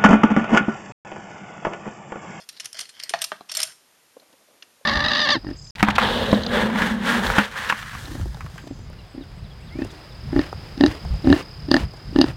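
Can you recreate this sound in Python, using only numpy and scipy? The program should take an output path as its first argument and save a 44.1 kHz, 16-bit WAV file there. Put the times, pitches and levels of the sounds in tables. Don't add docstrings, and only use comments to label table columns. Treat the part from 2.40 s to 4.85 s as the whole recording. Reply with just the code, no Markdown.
import sys
import numpy as np
from scipy import signal
from scipy.fft import rfft, irfft, next_fast_len
from scipy.io import wavfile
from scipy.ndimage import map_coordinates

SR = 44100
rng = np.random.default_rng(int(sys.argv[2]) if len(sys.argv) > 2 else 0)


def pcm_store(signal):
    levels = np.round(np.clip(np.atleast_2d(signal), -1, 1) * 32767)
    wavfile.write(sys.argv[1], SR, levels.astype(np.int16).T)


def invert_db(level):
    return 10 ** (np.asarray(level, dtype=float) / 20)


N = 108045

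# [f/Hz, width/Hz, level/dB]
GEARS = [(1850, 650, -4), (3315, 800, 4), (4277, 190, 3.5), (5164, 700, 7.5), (7200, 3700, -10),
         (8540, 370, 2), (10440, 1900, -7), (11780, 5700, -4)]
FLAT_DB = -7


def unit(x):
    return x / np.sqrt(np.mean(x ** 2) + 1e-20)


def along(points, hz):
    f, v = np.transpose(points)
    return np.interp(np.log(hz + 1), np.log(f + 1), v)


def level(rows):
    s, db = np.transpose(rows)
    return invert_db(np.interp(np.arange(N) / SR, s, db, left=-150, right=-150))


def wobble(rate):
    return map_coordinates(rng.standard_normal(int(N * rate / SR) + 4), [np.arange(N) * rate / SR])


def filtered(x, response):
    m = next_fast_len(x.shape[-1] + 8192)
    spectrum = rfft(x, m) * response(np.fft.rfftfreq(m, 1 / SR))
    return irfft(spectrum, m)[..., :x.shape[-1]]


def bass_cut(f, corner_hz):
    return 1j * f / (corner_hz + 1j * f)


def body(peaks, tilt=0, extra_db=0, flat_db=-100):
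    c, w, db = np.transpose(peaks)[..., None]
    gains = (-1.) ** np.arange(len(c))[:, None] * invert_db(db + extra_db)
    below = 0.29

    def response(f):
        octaves = np.log2((f + 400) / 4400)
        bend = np.maximum(octaves, 0) + below * np.minimum(octaves, 0)
        slope = invert_db(np.clip(tilt, -14, 8) * bend)
        modes = np.sum(gains * 1j * f * w / (c * c - f * f + 1j * f * w), axis=0)
        return slope * (modes + invert_db(flat_db) * bass_cut(f, 1500))

    return response


def snaps(events, peaks, ping_width, ping_db):
    spiky_db, scatter_db = 1.5, 2
    strike_t60, rise_s = 0.0024, 0.00037
    out, t = np.zeros(N + SR), np.arange(4096) / SR
    for s, db, tilt, t60, ping_hz in events:
        unevenness = np.repeat(rng.standard_normal(len(t) // 16), 16)
        spikes = rng.standard_normal(len(t)) * invert_db(spiky_db * unevenness)
        decay = invert_db(-60 * t / t60) + invert_db(-60 * t / strike_t60)
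        burst = spikes * decay * (1 - np.exp(-t / rise_s))
        metal = body(peaks, tilt, scatter_db * rng.standard_normal((len(peaks), 1)), FLAT_DB)
        ping = body([(ping_hz, ping_width, ping_db)], tilt)
        ring = filtered(burst, lambda f: (metal(f) + ping(f)) * bass_cut(f, 940) ** 2)
        out[round(s * SR):][:len(t)] += invert_db(db - 9) * ring / np.sqrt(np.mean(ring[:200] ** 2))
    return out[:N]


def room(x):
    # [f/Hz, t60/s]
    decay_times = [(200, 0.32), (1500, 0.37), (5000, 0.36), (12000, 0.32)]
    delay_s = 0.004
    hz, t, z = signal.stft(rng.standard_normal(SR // 2), SR, nperseg=256)
    fading = z * invert_db(-60 * t / along(decay_times, hz)[:, None])
    tail = signal.istft(fading, SR, nperseg=256)[1]
    late = np.pad(x, (round(delay_s * SR), 0))
    return signal.fftconvolve(late, tail / np.linalg.norm(tail))[:N]


def microphone_hiss():
    # [f/Hz, level/dB per Hz]
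    colour = [(15, -54), (25, -16), (309, -5), (363, -6.5), (403, -3.5), (666, -6.5), (1050, -6),
              (12600, -12.5), (14000, -8.5)]
    return invert_db(-57) * unit(filtered(rng.standard_normal(N), lambda f: invert_db(along(colour, f))))


def scrape():
    # [t/s, length/s, level/dB, tilt/dB per octave, squeak f/Hz]
    strokes = [(-.03, 0.085, -49, -3.5, 3380), (0.087, 0.18, -53.5, -8, 4020),
               (0.158, 0.028, -50.5, -4, 4300), (0.225, 0.059, -45, -12, 3140),
               (0.326, 0.13, -40.5, -7, 3080), (0.45, 0.079, -57, -8, 3200), (0.517, 0.1, -50.5, -12, 3020),
               (0.587, 0.12, -48.5, -14, 1930), (0.688, 0.061, -49, -11, 2600),
               (0.754, 0.11, -46, -6, 1630), (0.84, 0.056, -55, 13, 5300), (0.917, 0.083, -60, -15, 3400),
               (1.086, 0.034, -42.5, -4.5, 5500), (1.132, 0.052, -40.5, -11.5, 5200),
               (1.169, 0.086, -30, -3.5, 5340), (1.232, .11, -45.5, 0, 1500)]
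    # [f/Hz, width/Hz, level/dB]
    shake_modes = [(45, 57, -2), (126, 22, 10), (226, 95, 0)]
    grain_db, shake_db = 2.2, -19.5
    edge = 0.36
    squeak_width_hz, squeak_db = 220, 9.5
    t, out, effort = np.arange(N) / SR, np.zeros(N), np.zeros(N)
    grains = rng.standard_normal(N) * invert_db(grain_db * (wobble(370) + wobble(99.94)))
    for s, length, db, tilt, squeak_hz in strokes:
        nearest_end = np.minimum(t - s, s + length - t)
        stroke = invert_db(db) * np.clip(nearest_end / (edge * length), 0, 1)
        teeth = body(GEARS + [(squeak_hz, squeak_width_hz, squeak_db)], tilt, 0, FLAT_DB)
        out += stroke * unit(filtered(grains, teeth))
        effort += np.sqrt(stroke * invert_db(-52.5))
    shaking = unit(filtered(rng.standard_normal(N), body(shake_modes)))
    return out + invert_db(shake_db) * effort * shaking


def case_hum():
    # [t/s, peak level/dB, f/Hz, t60/s]
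    jolts = [(0, -56, 647, 0.082), (.202, -50.5, 636, .04), (.345, -48, 646, 0.064), (.41, -45, 709, 0.042),
             (.635, -47.5, 630, 0.038), (.819, -41.5, 654, 0.065), (.848, -47, 638, 0.038),
             (1.118, -51, 640, 0.075), (1.173, -36.5, 642.6, 0.093), (1.2, -44.5, 650, 0.07),
             (1.233, -39, 642, 0.079), (1.278, -41.5, 664, 0.028)]
    rise_s, rough_db = 0.0043, 3
    out, t = np.zeros(N + SR), np.arange(8192) / SR
    for s, db, hz, t60 in jolts:
        swell = invert_db(db - 60 * t / t60) * (1 - np.exp(-t / rise_s))
        out[round(s * SR):][:len(t)] += swell * np.sin(2 * np.pi * hz * t)
    return 2 * out[:N] * invert_db(rough_db * wobble(120.14))


def winding():
    # [t/s, peak level/dB, tilt/dB per octave, rattle t60/s, ping f/Hz]
    pawls = [(0.0893, -22, 1.5, 0.019, 4870), (0.0935, -27.5, 0, 0.035, 4400),
             (0.1258, -38, 3, 0.027, 2840), (0.1985, -22.5, 1, 0.05, 5800), (0.2015, -26, -5, 0.018, 4800),
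             (0.2072, -30, -0.5, 0.016, 5550), (0.2298, -47, 10, 0.027, 4430), (0.245, -27, 4, 0.064, 5550),
             (0.2548, -24, 2, 0.013, 3100), (0.2568, -19.5, -0.5, 0.02, 10050),
             (0.3292, -23.5, 3.5, 0.015, 5600), (0.3444, -31.5, -5, 0.027, 3180),
             (0.3704, -30, -4.5, 0.035, 3140), (0.3875, -28, -1, 0.024, 5200),
             (0.3905, -17, -1.5, 0.025, 5240), (0.4025, -21.5, 2.5, 0.083, 5100),
             (0.41, -19.5, 0, 0.023, 4330), (0.4354, -37, 11.5, 0.029, 5560),
             (0.4544, -33.5, -3.5, 0.028, 5330), (0.4914, -29.5, 1, 0.049, 5450),
             (0.5497, -44, -10, 0.022, 2900), (0.5925, -39.5, -5, 0.039, 3070),
             (0.598, -26.5, -5, 0.023, 3020), (0.5998, -25, -6, 0.025, 4480), (0.611, -34, -4, 0.024, 4400),
             (0.6262, -29, -2, 0.036, 4860), (0.635, -17, 3, 0.036, 4270), (0.6564, -38, 6.5, 0.027, 2820),
             (0.6931, -14.5, 2, 0.036, 5320), (0.702, -24.5, -1, 0.03, 5200)]
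    return snaps(pawls, GEARS, 445, 1.5)


def strike(t, modes):
    contact_s, chatter_db, chatter_t60 = 0.00005, -21, 0.075
    push = np.exp(-((t - .001) / contact_s) ** 2)
    chatter = invert_db(chatter_db - 60 * t / chatter_t60) * rng.standard_normal(len(t))
    ring = filtered(chatter + push / np.linalg.norm(push), modes)
    return ring / np.sqrt(np.mean(ring[:500] ** 2))


def stylus_knocks():
    # [t/s, peak level/dB, pitch factor, tilt/dB per octave, damping factor]
    light = [
        (0.7081, -37, 0.61, -11, 2.4),
        (0.757, -29.5, 0.84, 8.5, 1.2),
    ]
    # [t/s, peak level/dB, time until the hand damps it/s]
    firm = [
        (0.7374, -8.5, 0.1),
        (0.9178, -16.5, 2),
        (1.0083, -30, .014),
    ]
    # [f/Hz, width/Hz, level/dB]
    spots = [
        [(221, 45, -16.5), (680, 58, 14.5), (830, 173, 6.5), (995, 108, 4), (1182, 77, 4.5), (1425, 60, 0.5),
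         (1650, 83, 2), (1836, 90, 5), (2510, 160, -1), (3010, 170, -6), (3400, 100, -4), (3670, 140, -2),
         (4390, 90, 2), (5500, 1200, -10.5)],
        [(213, 62, -7.5), (398, 35, -1), (633, 29.5, 8.5), (863, 114, 1.5), (1236, 184, 1.5), (1583, 75, 5),
         (1797, 98, 2.5), (2226, 120, -3), (2680, 94, -9), (3170, 120, -3.5), (3540, 180, -10.5),
         (4100, 210, -9.5), (5500, 1600, -19)],
        [(204, 120, -1.5), (405, 65, 3), (693, 91, 7), (875, 200, 0), (1160, 110, 4.5), (1410, 110, -10),
         (2160, 150, -14), (3230, 200, -12), (4100, 300, -6)],
    ]
    damped_t60, damped_db = 0.016, -11
    out, t = np.zeros(N + SR), np.arange(8192) / SR
    for s, db, pitch, tilt, damping in light:
        modes = body(np.multiply(spots[0], [pitch, damping, 1]), tilt)
        out[round((s - .001) * SR):][:len(t)] += invert_db(db - 10.5) * strike(t, modes)
    for (s, db, free_s), spot in zip(firm, spots):
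        hand = invert_db(np.maximum(-60 * np.clip(t - free_s, 0, None) / damped_t60, damped_db))
        out[round((s - .001) * SR):][:len(t)] += invert_db(db - 10) * hand * strike(t, body(spot))
    return out[:N]


def table_boom(case):
    # [f/Hz, width/Hz, level/dB]
    table_modes = [(216, 127, -6)]
    return filtered(room(np.abs(case)), lambda f: body(table_modes)(f) ** 2)


def stray_ticks():
    # [t/s, peak level/dB, tilt/dB per octave, rattle t60/s, ping f/Hz]
    ticks = [
        (.7888, -28.5, -3, 0.018, 4300),
        (1.798, -42.5, 1.5, 0.031, 4140),
        (1.928, -47, 0, 0.023, 2970),
        (2.2238, -29, -9.5, 0.018, 2790),
        (2.2275, -37.5, -4, 0.03, 5170),
    ]
    # [f/Hz, width/Hz, level/dB]
    stylus_modes = [(1810, 170, 4.5), (2360, 140, 1.5), (4300, 400, -2), (5170, 250, 7), (5800, 400, 0),
                    (7200, 2500, -7)]
    return snaps(ticks, stylus_modes, 400, 10.4)


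def carrying():
    # [t/s, peak level/dB, tilt/dB per octave, rattle t60/s, ping f/Hz]
    carries = [(.8125, -29, -5, 0.031, 5300), (.8172, -11.5, -2, 0.02, 3000),
               (.8205, -15.5, -3, 0.037, 5450), (.8408, -14, -4, 0.025, 5300), (.844, -17, -5, 0.032, 5280),
               (1.0905, -35, -9, 0.04, 4970), (1.0953, -23, -12, 0.033, 5500),
               (1.103, -35.5, -13, 0.026, 5570), (1.1152, -21, -6, 0.044, 5800),
               (1.1185, -20, -6.5, 0.037, 5500), (1.139, -25, -8, 0.036, 5540),
               (1.1497, -16.5, -5, 0.059, 8500), (1.1695, -11, 1, 0.026, 5280),
               (1.1718, -11.5, -3, 0.021, 7350), (1.1995, -26, -9, 0.026, 5300),
               (1.2025, -12.5, -5.5, 0.012, 5000), (1.2155, -16, -1.5, 0.046, 5300),
               (1.2302, -7.5, -0.5, 0.017, 5220), (1.2335, -11.5, 1.5, 0.017, 9200),
               (1.241, -29, -11, 0.025, 5300), (1.251, -32, 1, 0.017, 5300), (1.271, -30.5, -2, 0.03, 5060)]
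    # [f/Hz, width/Hz, level/dB]
    wheel_modes = [(1290, 270, -14.5), (1690, 290, -17), (3400, 1200, -6), (4370, 300, 5), (5440, 320, 4.5),
                   (6800, 910, 1), (7350, 200, 0.5), (8160, 240, 5), (9000, 1900, -3.5), (11700, 1200, 1.5)]
    return snaps(carries, wheel_modes, 260, 4.9)


def rub():
    # [t/s, level/dB]
    strength = [
        (1.75, -65),
        (1.79, -62.5),
        (1.95, -67.5),
        (2.03, -71.5),
        (2.06, -86),
        (2.1, -64.5),
        (2.17, -65),
        (2.2, -70.5),
        (2.45, -78),
    ]
    # [f/Hz, width/Hz, level/dB]
    skin_modes = [(527, 134, 5.5), (1010, 800, -15), (303, 110, 3)]
    grains = rng.standard_normal(N) * invert_db(3.5 * wobble(60))
    return invert_db(2) * level(strength) * unit(filtered(grains, body(skin_modes)))


def fingertip_taps():
    # [t/s, peak level/dB, f/Hz]
    taps = [
        (1.766, -33, 498),
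        (2.084, -50, 600),
        (2.41, -47, 552),
    ]
    # [f/Hz, width/Hz, level/dB]
    puff_modes = [(288, 140, 0), (920, 530, -2.5)]
    tap_t60, rise_s, puff_db = 0.021, 0.0045, -12.5
    out, t = np.zeros(N + SR), np.arange(8192) / SR
    for s, db, hz in taps:
        puff = unit(filtered(rng.standard_normal(len(t)), lambda f: body(puff_modes)(f) ** 2))
        tone = np.sin(2 * np.pi * hz * t) + invert_db(puff_db) * puff
        swell = invert_db(db + 15.0 - 60 * t / tap_t60) * (1 - np.exp(-(t / rise_s) ** 2))
        out[round(s * SR):][:len(t)] += swell * tone
    return out[:N]


def scene():
    hiss, scraping, hum = microphone_hiss(), scrape(), case_hum()
    wind_up, carry, strays = winding(), carrying(), stray_ticks()
    case = stylus_knocks() + fingertip_taps()
    case = case + table_boom(case)
    carry_to_room = filtered(carry, lambda f: 1 - 0.33 * body([(5300, 900, 0)])(f))
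    case_to_room = filtered(case, lambda f: bass_cut(f, 890))
    wet = room(wind_up + hum / 2) + room(carry_to_room) + room(case_to_room + strays / 2)
    direct = wind_up + carry + case + strays + hum
    return (direct + invert_db(-13) * wet + scraping + rub() + hiss)[None]


def top_cut(x):
    return signal.sosfilt(signal.butter(12, 14230, fs=SR, output="sos"), x)


def record(dry):
    notch_hz, notch_width_hz, notch_left = 7820, 350, 0.106
    low_hz, top_hz, top_steepness = 102, 13160, 73

    def microphone(f):
        notch = 1 - (1 - notch_left) * body([(notch_hz, notch_width_hz, 0)])(f)
        return notch * bass_cut(f, low_hz) / (1 + (f / top_hz) ** top_steepness)

    return top_cut(filtered(dry, microphone))


dry = scene()
out = record(dry)
pcm_store(out)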